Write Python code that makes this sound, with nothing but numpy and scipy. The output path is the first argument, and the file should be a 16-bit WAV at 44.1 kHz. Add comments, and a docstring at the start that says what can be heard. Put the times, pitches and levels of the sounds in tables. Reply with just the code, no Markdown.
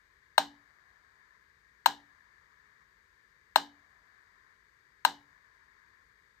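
"""Slow metronome with a whirring motor

A clockwork metronome ticks on a table in a small, quiet room, to the left of a microphone with two ports.
At each of four beats filtered noise makes the steel click, and damped sines make the case knock, the table
top and the steel works ring. Fading noise makes the room's tail, a low shudder and a faint murmur.
Steady shaped noise makes the motor, louder for a second after each beat, and the low room rumble and hiss."""
import sys
import numpy as np
from scipy import signal
from scipy.fft import rfft, irfft
from scipy.io import wavfile

SR = 44100
rng = np.random.default_rng(int(sys.argv[2]) if len(sys.argv) > 2 else 0)


def wrap_up_sound(samples):
    """Save the sound to the file named by the first command line argument, as 16-bit audio."""
    columns = np.atleast_2d(samples).T
    # keep every value between -1 and 1, then stretch to whole-number steps
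    tamed = np.clip(columns, -1, 1)
    steps = np.round(tamed * 32767).astype(np.int16)
    wavfile.write(sys.argv[1], SR, steps)


N = 282240  # length in samples


def gain_of(db):
    """Turns decibels into a factor."""
    return 10 ** (np.asarray(db) / 20)


def read(points, hz):
    """Reads every column of a table at the frequencies hz, with straight lines over log frequency."""
    table_hz, *columns = np.transpose(points)
    return [np.interp(np.log(hz + 1), np.log(table_hz + 1), column) for column in columns]


def ring(hz, t60, t):
    """A damped sine that starts at t = 0 and falls by 60 dB in t60 seconds."""
    t = np.maximum(t, 0)
    return gain_of(-60 * t / t60) * np.sin(2 * np.pi * hz * t)


def white(channels):
    """Spectra of white noise at 0 dB per Hz."""
    return rfft(rng.standard_normal((channels, N))) * np.sqrt(SR / 2)


def add(mix, start_s, sound):
    """Mixes a sound in at start_s seconds, cut off where the mix ends."""
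    part = mix[:, round(start_s * SR):][:, :sound.shape[1]]
    part += sound[:, :part.shape[1]]


# Tone color of the motor. Each row: pitch in Hz, relative left level in dB per Hz,
# right level minus left in dB, lead of the left port in radians.
WHIRR = [(506, -122, -1, -1.5), (792, -114, -3, -2.15), (1040, -96.5, -8, -1.47), (1140, -99, -11, -1.87),
         (1390, -98.5, -19, -2.6), (1485, -97.5, -22.5, -2.5), (1692, -87.5, -16, -4.5),
         (2288, -99, -16.5, -3.5), (2410, -107, -15, -6), (2610, -115, -26.5, -7), (3120, -114, -26, -4),
         (3900, -108, -25, 0), (4050, -113, -27.5, -5), (4600, -108, -26, 0), (5640, -118, -25, -7),
         (5900, -114, -20.5, -1.5), (7500, -119, -15, 1.5), (8300, -122, -10, 2.5), (9000, -140, -3, 2.5)]
# How much louder the motor is after a beat. Each row: pitch in Hz, boost in dB.
SWELL = [(700, 2.), (1000, 4.5), (1700, 2.5), (2500, 0.5), (3500, 0.86)]
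# A steady thin tone. One row: pitch in Hz, left level in dB, right level in dB.
WHINE = (8301, -96, -112)
WHIRR_DB = -69.5  # level of the two ports' average at rest
SWELL_S, DROP_S = 1, 0.02  # seconds the whirr stays louder, seconds it takes to drop


def whirr():
    """One noisy motor reaches both ports, mostly far louder at the left, and swells after each beat."""
    hz, t = np.fft.rfftfreq(N, 1 / SR), np.arange(N) / SR
    left_db, right_db, lead = read(WHIRR, hz)
    left = gain_of(left_db)
    right = gain_of(left_db + right_db) * np.exp(-1j * lead)
    spectrum = white(channels=1) * np.array([left, right])
    rest = irfft(spectrum, N)
    loud = irfft(spectrum * gain_of(read(SWELL, hz)), N)
    held = sum((t > s) * np.clip((s + SWELL_S - t) / DROP_S, 0, 1) for s in BEAT_S)
    motor = rest + held * (loud - rest)
    sine = np.sqrt(2) * np.sin(2 * np.pi * WHINE[0] * t)
    whine = gain_of(WHINE[1:])[:, None] * sine
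    return gain_of(WHIRR_DB) * motor / rest.mean(0).std() + whine


# Noise of the room and the electronics. Each row: pitch in Hz, level in dB per Hz,
# share of the power that both ports have in common, from 0 to 1.
RUMBLE = [(25, -125, 0.94), (45.4, -94.5, .95), (93, -101, 0.99), (212, -108, 0.38), (290, -111, 0.25),
          (430, -106, 1), (540, -113, 0.26), (760, -120, .35), (1030, -119, 0.43), (2500, -122, .1),
          (5025, -129, 0.11), (9000, -131, 0.49), (9130, -121, .9), (9220, -132, .3), (10600, -135, 0.18),
          (12400, -130, 0.88), (14000, -128, 1), (14500, -130, .9), (14800, -141, .6), (15400, -148, 0.56)]


def rumble():
    """Low room noise and circuit hiss are partly shared between the ports."""
    db, same = read(RUMBLE, np.fft.rfftfreq(N, 1 / SR))
    same = np.clip(same, 0, 1)
    shared, left, right = white(channels=3)
    both = np.sqrt(same) * shared + np.sqrt(1 - same) * np.array([left, right])
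    return irfft(gain_of(db) * both, N)


# Tone color of the steel click. Each row: pitch in Hz, relative left level in dB, relative right level in dB.
CLICK = [(200, -80, -80), (1200, -41, -46.5), (2340, -26.5, -33), (3340, -26, -33), (4613, -26.5, -38),
         (5500, -29, -37.5), (6860, -33.5, -34.5), (8800, -26, -28), (9250, -37, -36), (10000, -53, -57.5),
         (12408, -34.5, -36.5), (14300, -32, -30), (15500, -36, -39), (16200, -48.5, -54.5)]
CLICK_LEAD_S = .000143  # the click reaches the right port this many seconds first


def click():
    """Steel on steel makes a dense rattle that dies within a few hundredths of a second."""
    t, hz = np.arange(4096) / SR, np.fft.rfftfreq(4096, 1 / SR)
    shared, own = rng.standard_normal((2, 4096))
    noise = rfft(np.array([shared, .92 * shared + .4 * own]))
    noise = noise * np.exp(2j * np.pi * hz * np.array([[0], [CLICK_LEAD_S]]))
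    rattle = irfft(noise * gain_of(read(CLICK, hz)))
    rise = np.minimum(t / .002, 1) ** 2
    return rattle * rise * gain_of(9.5 - 60 * t / 0.031)


# Ways the case vibrates; tick and tock strike different pallets, and the sign gives the first motion.
# Each row: pitch in Hz, time to fall 60 dB in seconds, relative swing left and right on the tick,
# relative swing left and right on the tock.
CASE = [(628, 0.05, -0.05, -0.13, 0.015, -0.06), (780, 0.016, -0.605, -0.008, -0.319, -0.082),
        (879, 0.016, 0.572, 0.398, -0.088, 0.276), (941, 0.022, 0.361, -0.11, 0.826, -0.006),
        (1041, 0.045, -0.059, 0.026, -0.13, 0.037), (1205, 0.015, -0.013, 0.109, -0.021, 0.094),
        (1611, 0.022, -0.231, -0.114, -0.236, -0.11), (1792, 0.025, -0.012, -0.054, -0.011, -0.063),
        (2094, 0.012, -0.108, -0.068, -0.094, -0.048), (2246, 0.012, 0.021, 0.067, 0.001, 0.065),
        (2835, 0.012, -0.114, -0.099, -0.036, -0.113), (2959, 0.015, -0.134, 0.17, -0.254, 0.17),
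        (3191, 0.041, -0.014, 0.033, -0.017, 0.034), (3615, 0.02, 0.137, -0.035, 0.038, -0.003),
        (3705, 0.017, -0.254, 0.079, -0.123, 0.048), (3835, 0.047, -0.043, 0.018, -0.05, 0.014),
        (4129, 0.028, 0.223, -0.013, 0.169, -0.017), (4852, 0.045, -0.016, 0.002, -0.011, 0.003),
        (5270, 0.013, 0.04, -0.004, 0.065, 0.001), (5431, 0.065, 0.02, 0.005, 0.015, 0.006)]
KNOCK_HZ = 2450  # below this pitch the walls of the case answer later
KNOCK_S = np.array([[.00049], [.00057]])  # that delay in seconds, left and right


def case(pallet):
    """The plastic case rings in its modes, and each blow lands a little differently."""
    t, out = np.arange(4096) / SR, np.zeros((2, 4096))
    spread = rng.standard_normal((len(CASE), 2)) * [.7, .002]  # dB, share of the pitch
    for (hz, t60, *swing), (db, detune) in zip(CASE, spread):
        late = KNOCK_S * (hz < KNOCK_HZ)
        both_ports = np.reshape(swing, (2, 2, 1))[pallet]
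        out += gain_of(db) * both_ports * ring(hz * (1 + detune), t60, t - late)
    no_bass = signal.butter(3, 330, "high", fs=SR, output="sos")  # a small box sends out no bass
    return signal.sosfilt(no_bass, out)


# What the room gives back of a blow, mixed from all sides of the case. Each row: pitch in Hz,
# time to fall 60 dB in seconds, left and right starting level in dB per Hz, for a blow of 0 dB.
ROOM = [(60, .2, -110, -110), (174, 0.49, -79, -77.5), (450, 0.3, -76.5, -76.5), (633, 0.27, -73, -73),
        (875, .27, -57.5, -56), (1241.2, 0.17, -69.5, -70), (1600, 0.2, -62, -64.5),
        (2300, 0.2, -73.5, -74.5), (2830, 0.16, -72, -76), (2854, .26, -64.5, -65.5),
        (3398, 0.23, -70.5, -73.5), (3800, 0.27, -66, -69.5), (4150, 0.2, -63.5, -68),
        (4370, 0.27, -72, -77.5), (4740, 0.25, -72.5, -79), (8940, 0.18, -81, -80),
        (9500, 0.11, -100, -100), (11000, 0.11, -102, -102), (11500, .22, -89.5, -90),
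        (14900, .2, -92, -92), (15500, .1, -108, -108)]


def room(habit):
    """A dense tail dies band by band, partly alike at both ports and from blow to blow."""
    shared, left, right = .7 * habit + .7 * rng.standard_normal(habit.shape)
    both = .7 * shared + .7 * np.array([left, right])
    hz, t, bands = signal.stft(both, SR, nperseg=512)
    t60, *db = (column[:, None] for column in read(ROOM, hz))
    fading = bands * np.sqrt(SR / 2) * gain_of(db - 60 * t / t60)
    tail = signal.istft(fading, SR, nperseg=512)[1]
    rise = np.clip(np.arange(tail.shape[1]) / SR / 0.004, 0, 1)
    return tail * rise


# Ringing of the steel frame and rod. Each row: pitch in Hz, time to fall 60 dB in seconds, relative level in dB.
FRAME = [(783, .19, -40), (1250, .22, -47), (1647, .26, -44), (2982, 0.25, -52), (3690, 0.18, -46),
         (4100, .22, -46), (5370, 0.14, -50)]
FLUTTER_DB = 5.  # typical size of the flutter: the rings come back from the walls unevenly


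def works():
    """The steel frame and rod ring on, each mode fluttering and a little different from blow to blow."""
    t = np.arange(SR // 2) / SR
    spread = rng.standard_normal((len(FRAME), 2)) * [2, .002]  # dB, share of the pitch
    flutter = rng.standard_normal((len(FRAME), 2, 26))  # one value every 20 ms at each port
    out = np.zeros((2, len(t)))
    for (hz, t60, db), (more_db, detune), sides in zip(FRAME, spread, flutter):
        wobble = np.array([np.interp(t, np.arange(26) / 50, side) for side in sides])
        level = gain_of(db + more_db + FLUTTER_DB * wobble)
        out += level * ring(hz * (1 + detune), t60, t)
    rise = np.minimum(t / 0.012, 1)
    return out * rise * [[1.2], [.8]]  # left and right


# Murmur after the tick, then after the tock. Each row: starting level at the left in dB,
# time to fall 60 dB in seconds.
MURMUR = [(-79., 5.), (-82., 2.9)]
MURMUR_HZ, MURMUR_WIDTH_HZ = 710, 220  # middle and width of the band


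def murmur(db, t60):
    """A narrow band of noise fades slowly and is gone when the whirr drops."""
    t = np.arange(round(SWELL_S * SR)) / SR
    edges = [MURMUR_HZ - MURMUR_WIDTH_HZ / 2, MURMUR_HZ + MURMUR_WIDTH_HZ / 2]
    band = signal.butter(2, edges, "band", fs=SR, output="sos")
    shared, own = signal.sosfilt(band, rng.standard_normal((2, len(t))))
    both = np.array([shared, .6 * shared + 0.48 * own]) / shared.std()
    drop = np.clip((SWELL_S - t) / DROP_S, 0, 1)
    return both * gain_of(db - 60 * t / t60) * drop


# Tone color of the shudder. Each row: pitch in Hz, relative level in dB per Hz.
THUD = [(30, -110), (50, -81.5), (90, -82.5), (160, -90), (300, -102), (700, -106), (1000, -120)]


def shake(start_s, db):
    """A low shudder swells after the blow and fades over about a second."""
    t = np.maximum(np.arange(N) / SR - start_s, 0)
    color = gain_of(read(THUD, np.fft.rfftfreq(N, 1 / SR)))
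    noise = irfft(white(channels=1) * color, N)
    swell = 1 - np.exp(-t / .03)
    return noise * swell * gain_of(db - 6 - 60 * t / 1.3)


# Ringing of the table top. Each row: pitch in Hz, time to fall 60 dB in seconds, relative level in dB.
TABLE = [(287, .52, -43), (236, 0.44, -54), (378, 0.25, -57), (175.5, 0.26, -54)]
TABLE_LATE_S = 0.0048  # the table answers this many seconds after the blow
TABLE_DAMP_S = .27  # around this time in seconds the faint ring starts to die faster


def table(t):
    """The table top is pushed through the feet and swells for a moment before it dies."""
    swell = (1 - np.exp(-t / .012)) * [[1.1], [.9]]  # left and right
    rings = sum(gain_of(db) * ring(hz, t60, t) for hz, t60, db in TABLE)
    return rings * swell * np.exp(-(t / TABLE_DAMP_S) ** 4)


# Reflections from walls and table edge. Each row: delay in seconds, relative level in dB.
ECHOES = [(.008, -25), (0.023, -15.5), (0.032, -23.5), (0.039, -26.5)]


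def echoes(sound):
    """Walls and table edge send back a few dull single reflections, with both ports mixed."""
    taps = np.zeros(SR // 20)
    for delay_s, db in ECHOES:
        taps[round(delay_s * SR)] = gain_of(db)
    dull = signal.lfilter(*signal.butter(2, 1800, fs=SR), taps)
    mixed = 0.22 * sound + 0.19 * sound[::-1]
    return signal.fftconvolve(mixed, dull[None], axes=1)[:, :N]


# The moments when a tooth lands on the escapement, in seconds.
BEAT_S = [.37979, 1.85979, 3.55893, 5.04999]
# How strong each beat is. Each row: blow strength in dB, then the relative levels of click,
# table ring and shudder in dB.
BEATS = [(1, 2, 1.5, -1.5), (.5, 5.5, -4, -1), (0.5, 1.5, 0, -8.5), (0, 3.5, -5, 0.5)]


def scene():
    """Four beats, tick and tock in turn, sound in the room over the motor and the steady noises."""
    ticks, tails = np.zeros((2, 2, N))
    habit = rng.standard_normal((3, SR // 2))  # the same walls answer every blow
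    for k, (start_s, levels) in enumerate(zip(BEAT_S, BEATS)):
        db, click_db, table_db, shudder_db = levels
        pallet = k % 2  # 0 is the tick, 1 the tock
        add(ticks, start_s, gain_of(db) * case(pallet))
        add(ticks, start_s - .0014, gain_of(click_db) * click())
        add(tails, start_s, gain_of(db) * room(habit))
        add(tails, start_s, gain_of(db) * works())
        add(tails, start_s, murmur(*MURMUR[pallet]))
        add(tails, start_s + TABLE_LATE_S, gain_of(table_db) * table(np.arange(SR) / SR))
        tails += shake(start_s, shudder_db)
    return ticks + echoes(ticks) + tails + whirr() + rumble()


def record(dry):
    """A steep low-pass filter removes what lies above about 16 kHz."""
    low_pass = signal.firwin(511, 16300, window=("kaiser", 12), fs=SR)
    return signal.oaconvolve(dry, low_pass[None], "same")


dry = scene()
out = record(dry)
wrap_up_sound(out)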